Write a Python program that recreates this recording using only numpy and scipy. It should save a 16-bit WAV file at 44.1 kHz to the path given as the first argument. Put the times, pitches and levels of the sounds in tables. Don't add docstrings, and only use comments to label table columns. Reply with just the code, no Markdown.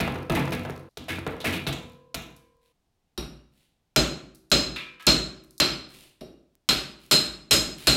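import sys
import numpy as np
from scipy import signal
from scipy.fft import rfft, irfft
from scipy.io import wavfile
from scipy.ndimage import uniform_filter1d, minimum_filter1d

SR = 44100
rng = np.random.default_rng(int(sys.argv[2]) if len(sys.argv) > 2 else 0)


def to_wav(sig):
    pcm = np.clip(np.atleast_2d(sig), -1, 1) * 32767
    pcm = np.round(pcm).astype(np.int16)
    wavfile.write(sys.argv[1], SR, pcm.T)


N = 351036
SIZE = 65536
T, HZ = np.arange(SIZE) / SR, np.arange(SIZE // 2 + 1) * SR / SIZE
TICK_S = 0.0013

# (time [s], thud [dB], ring [dB], hardness [dB], clank centre [Hz], crack decay [s])
BLOWS = [(3.9613, -24, -28.5, -5, 6440, .003), (4.5158, -25.5, -22, -10, 6600, 0.0064),
         (5.0674, -22.5, -17.5, -13, 6900, 0.031), (5.6008, -30, -26, -14, 7550, 0.0033),
         (6.6889, -34, -25, -12, 6690, 0.0025), (7.1116, -28, -22, -8.5, 8000, 0.019),
         (7.5098, -29, -21.5, -7.5, 7000, 0.021), (7.8706, -25.5, -22, -11, 7550, 0.0061)]
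# (start [s], end [s], limiter ceiling [dB])
PASSAGES = [(0, .892, -18), (.892, 2.728, -18), (2.728, 8, -7.7)]
# (frequency [Hz], level [dB], t60 [s])
WALL_MODES = [(1310, 2, .4), (1660, 1.5, 0.23), (1865, -6.5, 0.17), (1960, -0.5, 0.16), (2207, -5, .35),
              (2384, -2, .4), (2495, -3.5, 0.35), (2430, -6, 0.13), (2650, 0, 0.14), (2780, 0, 0.25),
              (2966, -9, .35), (3320, -1, .22), (3590, 0, .16), (4100, -7.5, 0.12)]
RIM_MODES = [(468, -5, 2.1), (506, 0, 2.3), (544, -12, 2.1), (996, -7, 1.9), (1044, -8, 1.7),
             (1168, -12, .7), (1610, -10, 1.1)]
COUNTER_MODES = [(41, -8.5, .3), (59, -6, 0.7)]
# (frequency [Hz], level [dB])
THUD_EQ = [(25, -48), (55, 4), (95, -12.5), (140, 2.5), (195, -1), (250, -0.5), (360, 2), (480, -6.5),
           (640, -2.5), (900, -28), (2500, -63)]
CRACK_EQ = [(200, -3.5), (700, 6.5), (1000, 5), (1350, 9), (1900, -1.5), (2600, 5), (3600, 5.5),
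            (4600, 7.5), (5800, 5), (8300, -14.5), (10000, -19.5)]
GRIND_EQ = [(300, -24), (1200, 0), (2500, 2), (3100, 0.5), (3900, 1), (4800, -11), (7000, -13),
            (14000, -45.5)]
CRUNCH_EQ = [(2000, -39.5), (4000, 13), (5600, 9.5), (7500, 5), (10000, 8.5), (14000, 6), (16000, -2)]
SPLINTER_EQ = [(1500, -1.5), (4000, 1), (7000, 2.5), (10500, -0.5), (12700, 2.5), (13800, -13.5),
               (16000, -20.5)]


def block_contacts():
    # (time [s], level [dB], brightness [dB], decay [s])
    landings = [(0.002, -29.5, 0, 0.0089), (0.2975, -25.5, -2.5, 0.0038), (0.521, -35, 0, 0.019),
                (0.9715, -44.5, 2, 0.0073), (1.667, -33, 1, 0.021), (2.144, -38, 5.5, 0.0068)]
    scrapes = [(0.351, -27.5, 0, 0.013), (1.083, -31.5, 0, 0.045), (1.402, -41.5, 1.5, 0.017),
               (1.443, -25, 0, 0.04), (1.525, -32, 0.5, 0.04), (1.725, -40, 3, 0.0077)]
    # (time [s], level [dB], pitch [Hz])
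    bumps = [(0.0768, -31.5, 780), (0.156, -37, 376), (0.373, -27.5, 850), (0.477, -38.5, 990),
             (0.6506, -36.5, 650), (0.6977, -39, 406), (1.184, -39.5, 252), (1.2656, -31.5, 460)]
    landing_db, scrape_db, bump_db = (5.5, -.5, 0, -12), (-2.5, -7.5, -2, -15.5), (-0.5, 0, -6, -27.5)
    edge_tilt = np.array((-1, -0.4, 0.32, 1.5))
    for table, mix_db, slides in ((landings, landing_db, False), (scrapes, scrape_db, True)):
        for s, db, bright_db, length in table:
            levels = db + np.array(mix_db) + bright_db * edge_tilt
            yield s, levels, 656, 2176 * 2 ** (0.66 * bright_db), length, slides
    for s, db, hz in bumps:
        yield s, db + np.array(bump_db), hz, 1500, 0.0053, False


def ice_in_pot():
    # (frequency [Hz], level [dB], t60 [s])
    base_modes = [(70, -5.5, 0.13), (89.8, -5, 0.55), (138, 1, 0.24), (185.7, 2, 0.078), (241.2, 0.5, 0.28),
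                  (288, 6.5, 0.038), (334.6, -2, 0.29), (413, 0.5, 0.035)]
    # (frequency [Hz], level [dB])
    block_eq = [(100, -16.5), (380, 8), (650, 4), (900, 4), (1400, 5), (2500, -26), (6000, -65)]
    tails = [kitchen(build_s=.008) for _ in range(5)]
    base = modes(base_modes) * focus(hz=205, q=0.3)
    wall, rim, counter = map(modes, (WALL_MODES, RIM_MODES, COUNTER_MODES))
    block, grind, crunch, crack = map(colour, (block_eq, GRIND_EQ, CRUNCH_EQ, CRACK_EQ))
    for k, (s, levels, knock_hz, wall_hz, length, slides) in enumerate(block_contacts()):
        thud_db, block_db, wall_db, crunch_db = levels
        tail = tails[k % len(tails)]
        force = crumble(length, spread_db=-0.5) if slides else hit(length, crush_db=15, spread_db=1.5)
        boomy, near = force + amp(-1) * tail, force + amp(-2.5) * tail
        crumbs = crumble(length, spread_db=-2) + amp(-7.5) * tail
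        body = play(boomy * base, thud_db - .8) + play(near * block, block_db - .8)
        hollow = play((1 + amp(-4) * tail) * focus(knock_hz, q=11), block_db - 3)
        ring = play(near * wall * focus(wall_hz, q=2.1), wall_db - 7.5) + play(rim, block_db - 15.5)
        scrape = play(near * grind * focus(wall_hz, q=2), wall_db + 1)
        yield s, body + hollow + ring + scrape + play(crumbs * crunch, crunch_db + 4.5)
        if not slides:
            tick = hit(TICK_S, crush_db=8.5, spread_db=4)
            yield s, play(counter, wall_db - 8) + play(tick * crack, crunch_db - 2.5)


def hatchet_blows():
    # (frequency [Hz], level [dB], t60 [s])
    main_modes = [(3830, -5, .035), (4030, -4, .05), (4107, 0, .1), (4195, -1, .08), (4340, -6, .07)]
    upper_modes = [(5052, 0, .105), (5250, -2, .05)]
    clank_modes = [(5700, -14.5, 0.0062), (6360, 0, 0.011), (6790, 2.5, 0.0087), (7520, 2.5, 0.013),
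                   (8485, -2.5, 0.012)]
    # (frequency [Hz], level [dB], t60 [s])
    hum_modes = [(252, 5.5, 0.58), (320, -0.5, 1), (376, -1.5, 1.0)]
    main, upper, high = map(modes, (main_modes, upper_modes, clank_modes))
    hum, counter = modes(hum_modes), modes(COUNTER_MODES)
    crack, splinter, thud = colour(CRACK_EQ), colour(SPLINTER_EQ), late_thud()
    tails = [kitchen(build_s=0.0019) for _ in BLOWS]
    for tail, (s, thud_db, ring_db, hard_db, clank_hz, length) in zip(tails, BLOWS):
        elapsed = s - BLOWS[0][0]
        crack_hz = 2480 + 140 * elapsed
        splinter_db = -26 + 3.5 * elapsed + 0.69 * hard_db
        crack_db = -17 - 0.17 * hard_db
        force = hit(length, crush_db=20.5, spread_db=-1.5)
        ice = play((force + amp(-4.5) * tail) * crack * focus(crack_hz, q=0.85), crack_db)
        ice += play((force + amp(-4) * tail) * splinter, splinter_db)
        chatter = hit(0.0059, crush_db=10.5, spread_db=3) + amp(-0.5) * tail
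        steel = play(chatter * main, ring_db + 5.5)
        steel += play(chatter * upper, ring_db + min(hard_db, -8) + 8.5)
        clank = play(chatter * high * focus(clank_hz, q=3.3), ring_db + hard_db + 8.5)
        clank += play(chatter * focus(hz=5270, q=9.5), ring_db + hard_db + 6)
        push = hit(0.026, crush_db=6, spread_db=7.5) + tail
        pot = play(push * thud, thud_db + 5) + play(hum, thud_db - 9) + play(counter, db=-45.5)
        tick = play(hit(TICK_S, crush_db=16.5, spread_db=-6) * splinter, db=-19)
        yield s, tick + ice + steel + clank + pot


def seating_taps():
    # (time [s], thud [dB], thud centre [Hz], crack [dB], ring [dB])
    taps = [(3.1769, -32.5, 106, -41, -45.5), (6.209, -39, 413, -55.5, -63)]
    # (frequency [Hz], level [dB], t60 [s])
    blade_modes = [(2850, -9, 0.14), (3680, -4, .04), (3830, 0, 0.07), (4100, 1, 0.05), (5340, -5, 0.05),
                   (5615, 1, 0.08), (5760, -3, .04), (9350, 1, 0.012)]
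    for s, thud_db, thud_hz, crack_db, ring_db in taps:
        tail = kitchen(build_s=0.0019)
        tap = hit(0.0073, crush_db=8.5, spread_db=-2) + amp(2.5) * tail
        pot = play(tap * late_thud() * focus(thud_hz, q=0.41), thud_db)
        counter = play(modes(COUNTER_MODES), crack_db + 3.5)
        ice = play(tap * colour(CRACK_EQ) * focus(hz=1400, q=0.2), crack_db + 2)
        ice += play(tap * colour(SPLINTER_EQ), crack_db - 2.5)
        yield s, pot + counter + ice + play((1 + tail) * modes(blade_modes), ring_db + 8)


def flying_shards():
    # (time [s], level [dB], ring centre [Hz])
    shards = [(4.761, -38, 2543), (4.9975, -50.5, 1440)]
    for s, db, hz in shards:
        strike = hit(.012, crush_db=9.5, spread_db=2.5) + amp(1) * kitchen(build_s=.008)
        wall = play(strike * modes(WALL_MODES) * focus(hz, q=6), db)
        rim = play(modes(RIM_MODES) * focus(hz, q=3), db - 18.5)
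        grit = play(strike * colour(GRIND_EQ) * focus(hz, q=0.76), db + 3.5)
        yield s, wall + rim + grit + play(strike * colour(CRUNCH_EQ), db - 14)


def ice_clicks(tail):
    # (time [s], level [dB])
    snaps = [(2.364, -60.5), (5.0244, -56.5), (5.58, -48)]
    chips = [(s + rng.normal(0.5, 0.099), rng.normal(-64, 2.5)) for s, *_ in BLOWS for _ in range(2)]
    tone = colour(CRUNCH_EQ) * focus(hz=10000, q=.7)
    for s, db in [*snaps, *chips]:
        click = hit(0.0041, crush_db=18, spread_db=6) + amp(-4) * tail
        yield s, play(click * tone, db - 0.5)


def rubbing(tail):
    # (time [s], length [s], level [dB])
    strokes = [(2.61, 0.084, -70.5), (3.515, 0.15, -68), (5.879, 0.18, -51.5), (6.986, 0.087, -57.5),
               (7.774, 0.12, -45)]
    # (frequency [Hz], level [dB])
    rub_eq = [(300, -4.5), (1300, -15.5), (2600, -5), (4000, -5), (6000, -15.5), (10000, -11), (16000, -18)]
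    for s, length, db in strokes:
        swell = np.sin(np.pi * np.minimum(T / length, 1)) ** .5
        yield s, play((1 + tail) * rfft(grains(spread_db=5) * swell) * colour(rub_eq), db)


def frost(tail, snaps_per_s=200, fade_db_per_s=120):
    click = irfft(colour(CRUNCH_EQ) * (1 + amp(-8) * tail))
    onsets = rng.random(N) < snaps_per_s / SR
    sizes = amp(5.5 * np.minimum(rng.exponential(size=N), 3.5))
    snaps = signal.lfilter([1], [1, -np.exp(-1000 / SR)], onsets * sizes) * rng.standard_normal(N)
    level = np.zeros(N)
    for s, (_, _, wall_db, _), *_ in block_contacts():
        add(level, s, amp(wall_db - 18.5 - fade_db_per_s * T))
    crackle = signal.fftconvolve(snaps / snaps.std() * level, click / np.linalg.norm(click))[:N]
    for start, _, _ in PASSAGES:
        yield start, crackle[int(start * SR):]


def kitchen(build_s):
    # (frequency [Hz], t60 [s])
    decays = [(60, 0.62), (160, 0.71), (400, 0.58), (1100, 0.56), (3000, 0.48), (7500, 0.43), (15000, 0.32)]
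    noise, tail = rfft(rng.standard_normal(SIZE)), 0
    for hz, t60 in decays:
        band = along([(f, f == hz) for f, _ in decays], HZ)
        tail = tail + irfft(noise * band) * amp(-60 * T / t60)
    return unit_spectrum(tail * (1 - np.exp(-T / build_s)))


def room_tone():
    # (frequency [Hz], level [dB])
    rumble_eq = [(15, -18.5), (25, -6), (229, -16), (263, -19), (394, -23), (591, -26.5), (695, -23),
                 (1370, -33.5), (3720, -33), (16000, -45.5)]
    gain = amp(along(rumble_eq, np.arange(N // 2 + 1) * SR / N))
    rumble = irfft(rfft(rng.standard_normal(N)) * gain, N)
    return rumble * amp(-74.5) / rumble.std()


def hit(decay_s, crush_db, spread_db):
    force = grains(spread_db) * np.exp(-T / decay_s)
    force *= amp(crush_db) / np.linalg.norm(force)
    force[0] += 1
    return unit_spectrum(force)


def crumble(length_s, spread_db):
    age = T / length_s
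    return unit_spectrum(grains(spread_db) * np.sqrt(age) * np.exp(-1.5 * age))


def grains(spread_db):
    x = rng.standard_normal(SIZE) * (rng.random(SIZE) < .1)
    x *= amp(spread_db * np.minimum(rng.exponential(size=SIZE), 4))
    return x / x.std()


def late_thud(delay_s=0.00394):
    return colour(THUD_EQ) * np.exp(-2j * np.pi * HZ * delay_s)


def modes(table):
    return rfft(sum((-1) ** k * amp(db - np.minimum(60 * T / t60, 200)) * np.sin(2 * np.pi * hz * T)
                    for k, (hz, db, t60) in enumerate(table)))


def colour(eq):
    cepstrum = irfft(np.log(amp(along(eq, HZ))))
    cepstrum[1:SIZE // 2] *= 2
    cepstrum[SIZE // 2 + 1:] = 0
    return np.exp(rfft(cepstrum))


def focus(hz, q):
    return 1j * HZ * hz / q / (hz ** 2 - HZ ** 2 + 1j * HZ * hz / q)


def play(spectrum, db):
    x = irfft(spectrum)
    power = uniform_filter1d(x[:SIZE // 4] ** 2, 1024, mode="constant")
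    return x * amp(db) / np.sqrt(power.max())


def unit_spectrum(x):
    return rfft(x / np.linalg.norm(x))


def amp(db):
    return 10 ** (np.asarray(db) / 20)


def along(points, hz):
    f, value = np.transpose(points)
    return np.interp(np.log(hz + 1), np.log(f), value)


def add(track, s, sound):
    start = max(int(s * SR), 0)
    track[start:start + len(sound)] += sound[:max(N - start, 0)]


def limiter(x, ceiling_db, window=33):
    gain = np.minimum(1, amp(ceiling_db) / (np.abs(x) + 1e-9))
    return x * uniform_filter1d(minimum_filter1d(gain, window), window)


def scene():
    events = [*ice_in_pot(), *flying_shards(), *hatchet_blows(), *seating_taps()]
    tail = kitchen(build_s=0.012)
    events += [*ice_clicks(tail), *rubbing(tail), *frost(tail)]
    mix = room_tone()
    for start, end, ceiling_db in PASSAGES:
        track = np.zeros(N)
        for s, sound in events:
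            if start <= s < end:
                add(track, s, sound)
        gate = np.clip((end - np.arange(N) / SR) / 0.0051, 0, 1)
        mix += limiter(track, ceiling_db) * gate
    return mix[None]


def record(dry):
    return signal.sosfilt(signal.ellip(8, .2, 70, 16200, fs=SR, output="sos"), dry)


dry = scene()
out = record(dry)
to_wav(out)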